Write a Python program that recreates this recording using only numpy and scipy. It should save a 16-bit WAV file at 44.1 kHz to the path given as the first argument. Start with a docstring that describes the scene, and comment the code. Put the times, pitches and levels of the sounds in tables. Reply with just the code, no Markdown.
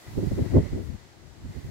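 """Wind on a microphone

Gusts brush the two ports of a microphone in a paved yard, and their turbulent pressure is heard as sound.
Large eddies thump on one port or the other, small ones flutter on both, and the strongest gust
tears into a rough rasp. Behind them lies a faint outdoor hiss with a soft band near 2 kHz."""
import sys
import numpy as np
from scipy import signal
from scipy.fft import rfft, irfft
from scipy.io import wavfile
from scipy.ndimage import uniform_filter1d

SR = 44100
rng = np.random.default_rng(int(sys.argv[2]) if len(sys.argv) > 2 else 0)


def waveform_to_disk(signal):
    """Save audio, clipped to [-1, 1], as 16-bit WAV at the path in sys.argv[1]."""
    frames = np.transpose(np.atleast_2d(signal))
    scaled = np.clip(frames, -1, 1) * 32767
    samples = np.round(scaled).astype(np.int16)
    wavfile.write(sys.argv[1], SR, samples)


N = 74970

# Spectral densities of the background: f/Hz, relative level/dB
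FAR_SPECTRUM = [(60, -21), (200, -16.5), (340, 2), (430, -6), (650, -3.5), (850, -6), (1200, -17.5)]
HISS_SPECTRUM = [(500, -16), (900, 5), (1300, 5), (1700, 5), (2800, 0), (3700, 0.5), (4400, 1.5),
                 (5200, -1), (7500, -2.5), (9000, -10.5), (16000, -26)]
AIRY_TOP_SPECTRUM = [(5500, -14), (8500, -1.5), (12300, 3.5), (13600, -5), (16000, 0)]
# Envelopes of the hiss and of its top, which fades further in a lull: t/s, hiss level/dB, top level/dB
HISS_ENVELOPE = [(0, -60.5, -65), (.25, -58, -62.5), (.52, -58, -64.5), (.72, -60, -70), (.85, -62.5, -67),
                 (1.0, -63.5, -75), (1.17, -65.5, -77), (1.41, -64.5, -75.5), (1.55, -62, -68.5),
                 (1.7, -62.5, -69)]
# Envelope of the soft band: t/s, level/dB
BAND_ENVELOPE = [(0, -69.5), (.07, -58), (.15, -72), (.3, -59), (.38, -63), (.44, -56.5), (.57, -55.5),
                 (.68, -54.5), (.72, -61), (.78, -63.5), (.88, -64.5), (1.15, -71), (1.44, -77),
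                 (1.54, -61), (1.7, -64.5)]
# Spectral densities of the wind noise: f/Hz, relative level/dB
LARGE_EDDY_SPECTRUM = [(22, -14), (45, -3.5), (70, 2), (102, 3.5), (135, -1.5), (175, -7.5), (215, -8.5),
                       (300, -18.5), (600, -43.5)]
SMALL_EDDY_SPECTRUM = [(100, -13.5), (190, -6), (250, -3), (320, -0.5), (390, -3.5), (500, -13.5),
                       (700, -32), (1000, -38.5), (1600, -53)]
RASP_SPECTRUM = [(300, -23), (430, -3), (520, 9), (640, 10.5), (850, -10.5), (1200, -19), (2000, -39),
                 (4000, -48)]
# Wind at the ports: t/s, large-eddy level/dB, small-eddy level/dB, large-eddy left minus right/dB
GUST_ENVELOPE = [(0.0, -65, -80, 6), (0.042, -60, -62, 27), (0.088, -39.5, -57, 3), (0.118, -45, -55, 6),
                 (0.15, -38.5, -53, -13.5), (0.16, -41, -50, -17), (0.178, -25, -28, -6),
                 (0.216, -34.5, -39, 3), (0.236, -31, -28, -16), (0.264, -29.5, -47, -17),
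                 (0.274, -19.5, -36, -14.5), (0.298, -43, -57, -15), (0.322, -24.5, -28.5, 8),
                 (0.336, -25.5, -49, -14.5), (0.358, -33, -45, -3), (0.392, -33.5, -26.5, 0),
                 (0.426, -20.5, -39.5, 0), (0.448, -50, -38, 17), (0.464, -28.5, -40, 26),
                 (0.492, -36, -51.5, 32), (0.53, -30, -35.5, 18), (0.548, -20, -22, -7),
                 (0.576, -13, -18.5, 2), (0.61, -28.5, -35, 1), (0.624, -31.5, -42, -19),
                 (0.666, -36.5, -47, -29), (0.71, -38.5, -53, -14), (0.732, -26, -39, 3),
                 (0.766, -35.5, -35.5, -3.5), (0.804, -37.5, -38.5, 24), (0.838, -38, -49.5, 16),
                 (0.86, -37, -53, 17), (0.884, -42, -53, 30), (0.898, -29, -48.5, 41),
                 (0.918, -46.5, -52.5, 15), (0.942, -32.5, -60, 4), (0.974, -49.5, -64, 15),
                 (1.022, -52, -64.5, 28.0), (1.122, -59, -67, 8), (1.258, -50, -59, 31),
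                 (1.316, -51, -66, 28), (1.372, -54, -60, 25), (1.43, -45, -55.5, -4.5),
                 (1.458, -34, -53, -6), (1.476, -42, -66, -8), (1.51, -35, -59, 2.0), (1.534, -62, -58, 10),
                 (1.566, -35, -47.5, -30), (1.586, -37, -53.5, -15), (1.624, -55, -55, -1),
                 (1.646, -36.5, -59, -4.5), (1.7, -41.5, -54, 17)]
# Envelope of the rasp: t/s, level relative to the small-eddy column above/dB
RASP_ENVELOPE = [(.18, -23), (.32, -16), (.39, -18), (.46, -9.5), (.57, -11), (.61, -12.5), (.66, -1),
                 (.72, -9.5), (.79, -15.5), (.9, -17), (1.45, -28), (1.6, -10)]


def from_db(db):
    """The decibel scale: amplitude grows tenfold every 20 dB."""
    return 10 ** (np.asarray(db) / 20)


def unit_rms(x):
    """Normalisation: dividing by the rms value gives unit mean power."""
    return x / np.sqrt(np.mean(x ** 2) + 1e-20)


def envelopes(rows):
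    """Linear interpolation in time gives each column a value at every sample."""
    times, *columns = np.transpose(rows)
    return [np.interp(np.arange(N) / SR, times, column) for column in columns]


def coloured_noise(spectrum):
    """Spectral shaping of two independent white noises, falling 12 dB per octave beyond the table."""
    hz, db = np.transpose(spectrum)
    f = np.maximum(np.fft.rfftfreq(N, 1 / SR), 1)
    gain = from_db(np.interp(np.log(f), np.log(hz), db))
    skirts = np.minimum(f / hz[0], 1) ** 2 * np.minimum(hz[-1] / f, 1) ** 2
    white = rng.standard_normal((2, N))
    return unit_rms(irfft(rfft(white) * gain * skirts, N))


def at_ports(pair, correlation, pan_db):
    """Partial coherence: two independent signals reach left and right, one in phase, one in antiphase."""
    correlation = np.clip(correlation, -.95, .95)
    sign = np.array([[1], [-1]])
    gain = from_db(sign * pan_db / 2)
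    gain = gain / np.sqrt(np.mean(gain ** 2, axis=0))
    common = np.sqrt((1 + correlation) / 2) * pair[0]
    opposed = sign * np.sqrt((1 - correlation) / 2) * pair[1]
    return gain * (common + opposed)


def outdoor_hiss():
    """Incoherent noises add in power: dull far noise, a hiss and an airy top, all sinking in the lull."""
    hiss_db, top_db = envelopes(HISS_ENVELOPE)
    far_db = -57 + 0.95 * (hiss_db - hiss_db.mean())
    far = at_ports(coloured_noise(FAR_SPECTRUM), correlation=0.47, pan_db=1.5)
    hiss = at_ports(coloured_noise(HISS_SPECTRUM), correlation=-0.085, pan_db=0.65)
    top = at_ports(coloured_noise(AIRY_TOP_SPECTRUM), correlation=0, pan_db=-0.8)
    return from_db(far_db) * far + from_db(hiss_db + 6) * hiss + from_db(top_db + 3) * top


def soft_band(centre_hz=1990, width_hz=150):
    """Band-pass filtering: noise confined to a narrow band takes on a faint pitch."""
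    band_db, = envelopes(BAND_ENVELOPE)
    b, a = signal.iirpeak(centre_hz, centre_hz / width_hz, fs=SR)
    band = unit_rms(signal.lfilter(b, a, rng.standard_normal((2, N))))
    return from_db(band_db) * at_ports(band, correlation=0.64, pan_db=2.3)


def eddies(spectrum, averaging_s):
    """Normalisation by local rms evens out the wind noise, so the gust envelope alone shapes the puffs."""
    pressure = coloured_noise(spectrum)
    width = int(averaging_s * SR)
    for _ in range(2):
        local_power = uniform_filter1d(uniform_filter1d(pressure ** 2, width), width)
        pressure = pressure / np.sqrt(local_power + 1e-9)
    return unit_rms(pressure)


def rasp(pressure):
    """Amplitude modulation: midrange noise comes in ragged bursts on pressure swings of either sign."""
    return at_ports(coloured_noise(RASP_SPECTRUM), correlation=-0.2, pan_db=2.0) * np.abs(pressure)


def wind(light_wind_db=-18):
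    """Turbulence is local: the ports are nearly uncorrelated until a strong gust covers both at once."""
    large_db, small_db, pan_db = envelopes(GUST_ENVELOPE)
    rasp_db = small_db + envelopes(RASP_ENVELOPE)[0]
    correlation_rise = 0.37 * np.maximum(large_db - light_wind_db, 0)
    large = eddies(LARGE_EDDY_SPECTRUM, averaging_s=0.026)
    small = eddies(SMALL_EDDY_SPECTRUM, averaging_s=0.0099)
    thump = at_ports(large, 0.033 + correlation_rise, pan_db)
    # Small eddies follow the correlation and balance of the large ones only in part.
    flutter = at_ports(small, -0.043 + 0.22 * correlation_rise, 0.14 * pan_db)
    buffeting = from_db(large_db + 2) * thump + from_db(small_db + 3.5) * flutter
    return buffeting + from_db(rasp_db) * rasp(thump)


def scene():
    """Superposition: the wind's pressure at the ports adds to the background of the yard."""
    return wind() + outdoor_hiss() + soft_band()


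def record(dry):
    """Band limiting: an elliptic low-pass filter cuts the highest treble steeply."""
    cutoff_hz = 15750
    return signal.sosfilt(signal.ellip(12, .1, 80, cutoff_hz, fs=SR, output="sos"), dry)


dry = scene()
out = record(dry)
waveform_to_disk(out)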